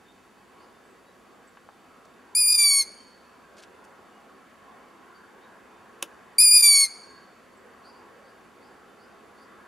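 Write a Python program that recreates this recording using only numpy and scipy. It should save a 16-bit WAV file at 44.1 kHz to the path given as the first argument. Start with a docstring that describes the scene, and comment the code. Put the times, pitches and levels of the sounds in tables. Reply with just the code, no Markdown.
"""A young owl screams twice from a tree close to the microphone, in a wood at dusk.
Each scream starts as a clear squeal, then sinks and turns raspy as the syrinx doubles its period.
Nearby a twig snaps, leaves rustle and a hand knocks on the camera that holds the stereo microphone.
Small birds call from deeper in the wood, traffic hums far off, and the trees return a faint tail."""
import sys
import numpy as np
from scipy import signal
from scipy.fft import rfft, irfft
from scipy.io import wavfile
from scipy.ndimage import uniform_filter1d

SR = 44100
rng = np.random.default_rng(int(sys.argv[2]) if len(sys.argv) > 2 else 0)


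def int16_out(signal):
    """Quantize to a 16-bit WAV file."""
    q = np.round(np.clip(np.atleast_2d(signal).T, -1, 1) * 32767)
    wavfile.write(sys.argv[1], SR, q.astype(np.int16))


N = 426447
TIME = np.arange(N) / SR


def gain_of(db):
    """Decibels to amplitude."""
    return 10 ** (np.asarray(db) / 20)


def unit_rms(x):
    """Scales to rms 1."""
    return x / np.sqrt(np.mean(x ** 2) + 1e-20)


def curve_at(points, hz):
    """Reads a table on a log-frequency axis."""
    f, value = np.transpose(points)
    return np.interp(np.log(hz + 1), np.log(f + 1), value)


def add(mix, start, sound):
    """Mixes a sound in, start seconds from the beginning."""
    part = mix[round(start * SR):][:len(sound)]
    part += sound[:len(part)]


def filtered(x, gain):
    """Applies a gain given as a function of frequency."""
    return irfft(rfft(x) * gain(np.fft.rfftfreq(len(x), 1 / SR)), len(x))


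def wander(size, hz):
    """Random motion of rms 1, mostly slower than hz."""
    return unit_rms(filtered(rng.standard_normal(size), lambda f: 1 / np.sqrt(1 + (f / hz) ** 4)))


def bump(t, centre, width):
    """A smooth rise to 1 and back."""
    return np.exp(-((t - centre) / width) ** 2)


def resonance(f, centre_hz, q):
    """Gain of one broad resonance."""
    return 1 / np.sqrt(1 + (q * (f / centre_hz - centre_hz / (f + 1))) ** 2)


def noise_tone(hz, width_hz):
    """A narrow band of noise, heard as a soft tone."""
    return unit_rms(filtered(rng.standard_normal(N), lambda f: 1 / (1 + (2 * (f - hz) / width_hz) ** 2)))


# Swells on the far road: t/s, half length/s, rise/dB
ROAD_SWELLS = [(.62, 0.12, 4), (2.1, 0.24, 1.5), (3.85, .2, 1.5), (4.76, .11, 2.5), (5.898, .4, 1.75),
               (8.05, 0.25, 1.5), (9.6, .25, 1.5)]

def road_db(start_db=-59, steady_db=-54, build_s=4.6):
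    """Level of the far road: it builds up, then stays, swelling now and then."""
    level = start_db + (steady_db - start_db) * np.minimum(TIME / build_s, 1)
    return level + sum(db * bump(TIME, at, half) for at, half, db in ROAD_SWELLS)


# Far traffic and still air: f/Hz, relative level/dB
AMBIENCE_SPECTRUM = [(22, -62), (48, -27), (85, -13), (140, -21.5), (210, -2), (400, 5), (720, 2.5),
                     (1100, 4.5), (1650, 0.5), (2300, -8), (4000, -20), (4600, -23.5), (5300, -23),
                     (7700, -23), (8500, -26.5), (10000, -29.5), (10900, -24.5), (11800, -31), (15500, -34)]
# Their stereo image at the microphone: f/Hz, left-right correlation
AMBIENCE_CORRELATION = [(40, .88), (90, .84), (170, .78), (330, .7), (700, .72), (1300, .8), (4000, .75),
                        (12000, .7)]

def traffic_and_air(rumble_db=-63, hiss_db=-66.5, rumble_hz=230, hiss_hz=2800, patchy_db=2.1):
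    """Far traffic swells and drifts between a steady low rumble and an even hiss."""
    frames, hz = N // 256 + 5, np.fft.rfftfreq(1024, 1 / SR)
    left_re, left_im, other_re, other_im, patches = rng.standard_normal((frames, len(hz), 5)).T
    patches = uniform_filter1d(patches, size=5, axis=0)  # smooth across frequency
    patches = unit_rms(uniform_filter1d(patches, size=30, axis=1))  # and across time
    likeness = curve_at(AMBIENCE_CORRELATION, hz)[:, None]
    left = left_re + 1j * left_im
    right = likeness * left + np.sqrt(1 - likeness ** 2) * (other_re + 1j * other_im)
    spectra = np.array([left, right]) * gain_of(curve_at(AMBIENCE_SPECTRUM, hz))[:, None]
    bass, below_hiss = (1 / (1 + (hz[:, None] / edge) ** 4) for edge in (rumble_hz, hiss_hz))
    middle = (below_hiss - bass) * gain_of(patchy_db * patches)
    rumble, road, hiss = (unit_rms(signal.istft(spectra * band, nperseg=1024, noverlap=768)[1][:, :N])
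                          for band in (bass, middle, 1 - below_hiss))
    bed = gain_of(rumble_db) * rumble + gain_of(road_db()) * road + gain_of(hiss_db) * hiss
    return bed * gain_of([[-.3], [.3]])  # leans a little to the right


def tyres(hz=1105, width_hz=80, relative_db=-12):
    """Tyres sing on the far road, following the level of the traffic."""
    return gain_of(road_db() + relative_db) * noise_tone(hz, width_hz)


def far_hum(length_s=.47, hz=405, db=-59):
    """A soft, nearly steady tone from far away."""
    size = int(length_s * SR)
    phase = 2 * np.pi * np.cumsum(hz * (1 + .0047 * wander(size, 11.6))) / SR
    return gain_of(db) * unit_rms(np.sin(phase) * signal.windows.tukey(size, .5))


# Thin whines and a hiss band, right at the microphone: f/Hz, width/Hz, level/dB
CAMERA_WHINES = [(2600, 10, -81), (3040, 10, -82), (3580, 10, -79.5), (4560, 320, -77.5),
                 (10600, 60, -83.5)]

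def camera_whine():
    """The camera's own faint tones, which never stop."""
    return sum(gain_of(db) * noise_tone(hz, width) for hz, width, db in CAMERA_WHINES)


# Decay of the wood around the microphone: f/Hz, t60/s
WOOD_DECAY = [(500, 0.43), (2300, 1.1), (4500, 0.99), (7000, .8), (9000, 0.62), (14000, .35)]

def tree_echoes(x, branch_db=6, branch_t60=.09, likeness=.89, echoes_per_s=3000):
    """Sparse echoes: a quick cluster from close branches, then a long tail from the trunks."""
    left, other = rng.standard_normal((2, SR)) * (rng.random((2, SR)) < echoes_per_s / SR)
    right = likeness * left + np.sqrt(1 - likeness ** 2) * other
    hz, t, spectra = signal.stft([left, right], SR, nperseg=256)
    trunks = gain_of(-60 * t / curve_at(WOOD_DECAY, hz)[:, None])
    branches = gain_of(branch_db - 60 * t / branch_t60)
    tail = signal.istft(spectra * (trunks + branches), SR, nperseg=256)[1]
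    return signal.fftconvolve(x[None], tail / np.linalg.norm(tail[0]), axes=1)[:, :N]


def bird_note(db, length_s, hz, bend, scratch, overtone=0):
    """A thin glide that bends by a share of its pitch and levels off, scratchy if the pitch trembles."""
    size = int(length_s * SR)
    glide_hz = hz * (1 + bend * np.sin(np.linspace(0, np.pi / 2, size)))
    phase = 2 * np.pi * np.cumsum(glide_hz * (1 + scratch * wander(size, 410))) / SR
    tone = np.sin(phase) + overtone * np.sin(2 * phase)
    return gain_of(db) * unit_rms(tone * signal.windows.tukey(size, .7))


# One distant bird repeats a scratchy rising chirp: t/s, relative level/dB
BIRD_CHIRPS = [(0.574, -67.5), (7.826, -60), (7.919, -71), (8.23, -70), (8.6, -68.5), (8.975, -68),
               (9.36, -68)]
# Others give clear, slightly rising whistles: t/s, length/s, f/Hz, relative level/dB
BIRD_WHISTLES = [(0.046, 0.095, 3570, -67), (.816, .13, 7760, -75), (1.05, 0.068, 3800, -72),
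                 (2.948, .11, 3060, -70.5), (4.083, 0.169, 2820, -73), (5.13, .076, 4510, -68),
                 (5.409, 0.063, 3700, -70)]
# And very short falling ticks: t/s, relative level/dB
BIRD_TICKS = [(1.473, -62.5), (7.57, -68)]

def small_birds():
    """Chirps, whistles and ticks from deeper in the wood."""
    calls = np.zeros(N)
    for start, db in BIRD_CHIRPS:
        add(calls, start, bird_note(db, length_s=.1, hz=4350, bend=.12, scratch=.038,
                                    overtone=gain_of(-15)))
    for start, length_s, hz, db in BIRD_WHISTLES:
        add(calls, start, bird_note(db, length_s, hz, bend=.035, scratch=.013))
    for start, db in BIRD_TICKS:
        add(calls, start, bird_note(db, length_s=.014, hz=8700, bend=-.14, scratch=.01))
    return calls


# Leaves near the microphone: t/s, length/s, centre f/Hz, level/dB
LEAF_RUSTLES = [(2.048, 0.013, 4500, -63.5), (3.561, 0.057, 3770, -57), (3.616, 0.035, 3300, -54.5),
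                (3.838, 0.021, 8500, -63.5)]

def leaves(top_hz=10500):
    """Leaves brush together in clumps of tiny crackles."""
    rustles = np.zeros(N)
    for start, length_s, centre_hz, db in LEAF_RUSTLES:
        size = int(length_s * SR)
        grains = rng.standard_normal(size) * gain_of(4.8 * wander(size, 900))
        grains = filtered(grains, lambda f: resonance(f, centre_hz, q=.98) / (1 + (f / top_hz) ** 6))
        add(rustles, start, gain_of(db) * unit_rms(grains * signal.windows.tukey(size, .8)))
    return rustles


# Handling noise on the camera body: t/s, relative level/dB, centre f/Hz
HAND_KNOCKS = [(1.571, -36, 1200), (1.689, -36, 900)]

def hand_knocks(t60=.035, top_hz=2600):
    """A hand taps the camera: dull knocks with no clear ring."""
    knocks = np.zeros(N)
    t = np.arange(SR // 10) / SR
    for start, db, centre_hz in HAND_KNOCKS:
        body = filtered(rng.standard_normal(len(t)), lambda f: resonance(f, centre_hz, q=.96) ** 2)
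        tap = .5 * unit_rms(body) * gain_of(db - 60 * t / t60)
        add(knocks, start, signal.lfilter(*signal.butter(2, top_hz, fs=SR), tap))
    return knocks


# Modes of a dry twig near the microphone: f/Hz, relative level/dB, t60/s
TWIG_MODES = [(340, -17.5, 0.045), (566, -16.5, .04), (1108, -17, 0.022), (1600, -13, 0.017),
              (2620, -10.5, .018), (2950, -9.5, .015), (3750, -7.5, 0.01), (6900, -6, 0.0087),
              (10500, -1, .01)]

def twig_snap(gain_db=-12.5, give_db=-24, crack_db=-7, crack_t60=.01, ground_db=-23, ground_t60=.059):
    """The fibres give for 2 ms, then a sharp crack rings the twig; the ground nearby scatters it."""
    t = np.arange(SR // 8) / SR
    ring = sum(gain_of(db - 60 * t / t60) * np.sin(2 * np.pi * (hz * t + rng.random()))
               for hz, db, t60 in TWIG_MODES)
    crack = gain_of(crack_db - 60 * t / crack_t60) * rng.standard_normal(len(t))
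    scatter = unit_rms(filtered(rng.standard_normal(len(t)), lambda f: 1 / np.sqrt(1 + f / 1500)))
    scatter *= gain_of(ground_db - 60 * t / ground_t60)
    give = gain_of(give_db) * rng.standard_normal(88)
    snap = np.concatenate([give, .74 * ring + crack + scatter])
    return gain_of(gain_db) * signal.lfilter(*signal.butter(2, [220, 13000], "bandpass", fs=SR), snap)


def ground_bounce(x, delay_s=.008, echo_db=-15):
    """One echo off the ground on the way to the microphone makes gliding harmonics swell and fade."""
    return x + gain_of(echo_db) * np.interp(TIME - delay_s, TIME, x, left=0)


def partials(phase, orders, shimmer_db, shimmer_hz):
    """Partials at the given multiples of a cycle, each wavering in strength."""
    return sum(np.cos(k * phase + rng.uniform(0, 2 * np.pi))
               * gain_of(shimmer_db * wander(len(phase), shimmer_hz)) for k in orders)


def syrinx(hz, doubling, quartering, hoarseness, jitter=.0017, slip=.045, tilt_db_per_octave=2):
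    """The syrinx buzzes at one pitch; unequal cycles add lines at halves and quarters of it."""
    size = len(hz)
    flutter = hoarseness * gain_of(2 * wander(size, 110))  # hoarseness comes in short bursts
    cycles = np.cumsum(hz * (1 + jitter * wander(size, 120))) / SR
    phase = 2 * np.pi * (cycles + slip * flutter * wander(size, 700))  # hoarse cycles come early or late
    buzz = partials(phase, range(1, 8), shimmer_db=1.7, shimmer_hz=26)
    buzz *= 1 + .6 * flutter * wander(size, 1000)
    # the longer cycles hold less firmly, so their lines waver more
    halves = partials(phase / 2, range(1, 15, 2), shimmer_db=2.2, shimmer_hz=35)
    quarters = partials(phase / 4, range(3, 28, 2), shimmer_db=3, shimmer_hz=35)
    rasp = gain_of(2) * doubling * halves + gain_of(-5) * quartering * quarters
    hiss = 4 * gain_of(-10) * flutter * rng.standard_normal(size)
    return buzz + filtered(rasp + hiss, lambda f: gain_of(tilt_db_per_octave * np.log2((f + 500) / 6000)))


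# Response of the owl's throat and open beak: f/Hz, gain/dB
THROAT_RESPONSE = [(600, -26.5), (1150, -16), (1600, -28), (2350, -14), (3000, -32), (3500, -12),
                   (3950, -14.5), (4600, -3), (5300, -7), (7000, -11.5), (7900, -18), (9000, -0.5),
                   (9800, -1), (10400, -6.5), (12200, -15), (14200, -29.5), (15600, -39)]

def throat(buzz, t, treble_hz=6000, treble_db=-1, dulling_db_per_s=8):
    """Throat and beak colour the buzz; the treble dulls as the scream goes on, the rms is held at 1."""
    voice = filtered(buzz, lambda f: gain_of(curve_at(THROAT_RESPONSE, f)))
    treble = filtered(voice, lambda f: 1 - 1 / (1 + (f / treble_hz) ** 12))
    voice += (gain_of(treble_db - dulling_db_per_s * t) - 1) * treble
    return voice / np.sqrt(uniform_filter1d(voice ** 2, size=500) + 1e-12)


# The tune of each scream, a scoop up, a hold and a long sag: t/s from its start, f/Hz
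SCREAM_TUNE = [(0, 2314), (.017, 2443), (.044, 2484), (.08, 2415), (.12, 2406), (.175, 2442), (.29, 2332),
               (.38, 2232), (.45, 2211)]
# The scream dips briefly in level as its pitch crosses one of the camera's notches:
# t/s in the scene, half length/s, depth/dB
LEVEL_DIPS = [(2.539, .007, 5), (2.566, .008, 4), (6.617, .01, 6.5)]

def scream(start, length_s, level_db, swell_db_per_s, raspy_s, rasp_db, quarters_end_s,
           attack_s=.004, rasp_rise_s=.024, tired_db=3.7, collapse_db=16.5, collapse_hz=125):
    """One scream: a clear squeal tips into rasp as the period doubles, then tires and collapses."""
    t = np.arange(0, length_s, 1 / SR)
    strain = bump(t, .038, .024)  # at the top of the scoop
    unsteady = bump(t, raspy_s, .055)  # while tipping into the rasp
    tired = np.maximum(1 - (length_s - t) / .19, 0)  # the air runs low
    collapse = np.maximum(1 - (length_s - t) / .04, 0)
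    tremor = unsteady * wander(len(t), hz=70)
    dip_db = sum(db * bump(start + t, at, half) for at, half, db in LEVEL_DIPS)
    hz = np.interp(t, *np.transpose(SCREAM_TUNE)) * (1 + .005 * tremor)
    hz -= collapse_hz * np.sin(np.pi / 2 * collapse) ** 2
    doubling = gain_of(rasp_db) / (1 + np.exp((raspy_s - t) / rasp_rise_s)) + gain_of(-27.5) * strain
    quartering = doubling / (1 + np.exp((t - quarters_end_s) / rasp_rise_s))
    hoarse_db = -28 + 9 * strain + 6 * unsteady + dip_db + 14 * np.minimum(2 * collapse, 1)
    voice = throat(syrinx(hz, doubling, quartering, gain_of(hoarse_db)), t)
    loss_db = dip_db + tired_db * tired + collapse_db * collapse ** 2
    level = gain_of(level_db + swell_db_per_s * t + tremor - loss_db)
    attack = np.minimum(t / attack_s, 1) ** 2
    return level * attack * voice * signal.windows.tukey(len(t), .008)


# Screams from the close tree: t/s, length/s, level/dB, swell/(dB/s), raspy after/s,
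# relative rasp level/dB, quarter lines fade after/s
OWL_SCREAMS = [(2.348, .487, -18.7, 7, .18, -16.5, 0.36), (6.381, .485, -12.4, -1.5, .21, -18, .46)]

def owl():
    """The young owl screams twice from its tree, close to the microphone."""
    screams = np.zeros(N)
    for start, *shape in OWL_SCREAMS:
        add(screams, start, scream(start, *shape))
    return screams


def microphone_ports(x):
    """The two microphone ports differ a little in colour and in phase, left and right oppositely."""
    lean = [(2300, .55), (4600, -.35), (9500, .7), (12500, .2)]  # f/Hz, left gain/dB
    lead = [(2300, .05), (4600, .09), (9500, .06), (12500, .26)]  # f/Hz, left phase/rad
    return np.array([
        filtered(x, lambda f: gain_of(side * curve_at(lean, f)) * np.exp(1j * side * curve_at(lead, f)))
        for side in (1, -1)])


def scene(near_wet_db=-21, far_wet_db=-6, far_dry_db=-2):
    """From the microphone the owl, twig and leaves are near and dry, the small birds far and wet."""
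    screams = owl()
    near = np.zeros(N)
    add(near, start=6.0242, sound=twig_snap())
    near += hand_knocks() + leaves()
    far = small_birds()
    add(far, start=8.83, sound=far_hum())
    direct = microphone_ports(ground_bounce(screams) + near) + gain_of(far_dry_db) * far
    echoes = tree_echoes(gain_of(near_wet_db) * (screams + .5 * near) + gain_of(far_wet_db) * far)
    return direct + echoes + traffic_and_air() + tyres() + camera_whine()


def record(dry, spacing_hz=300, width_hz=28, depth=.86, top_hz=15680):
    """The camera cuts a comb of narrow notches (only even ones in the treble), then limits the band."""
    notches = [spacing_hz * k for k in range(1, 53) if k < 14 or k % 2 == 0]
    hz = np.fft.rfftfreq(8192, 1 / SR)
    comb = np.prod([1 - depth / (1 + 2j * (hz - f) / width_hz) for f in notches], axis=0)
    combed = signal.oaconvolve(dry, irfft(comb)[None, :4096], axes=1)[:, :N]
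    lowpass = signal.firwin(511, top_hz, window=("kaiser", 9), fs=SR)
    return signal.oaconvolve(combed, lowpass[None], "same")


dry = scene()
out = record(dry)
int16_out(out)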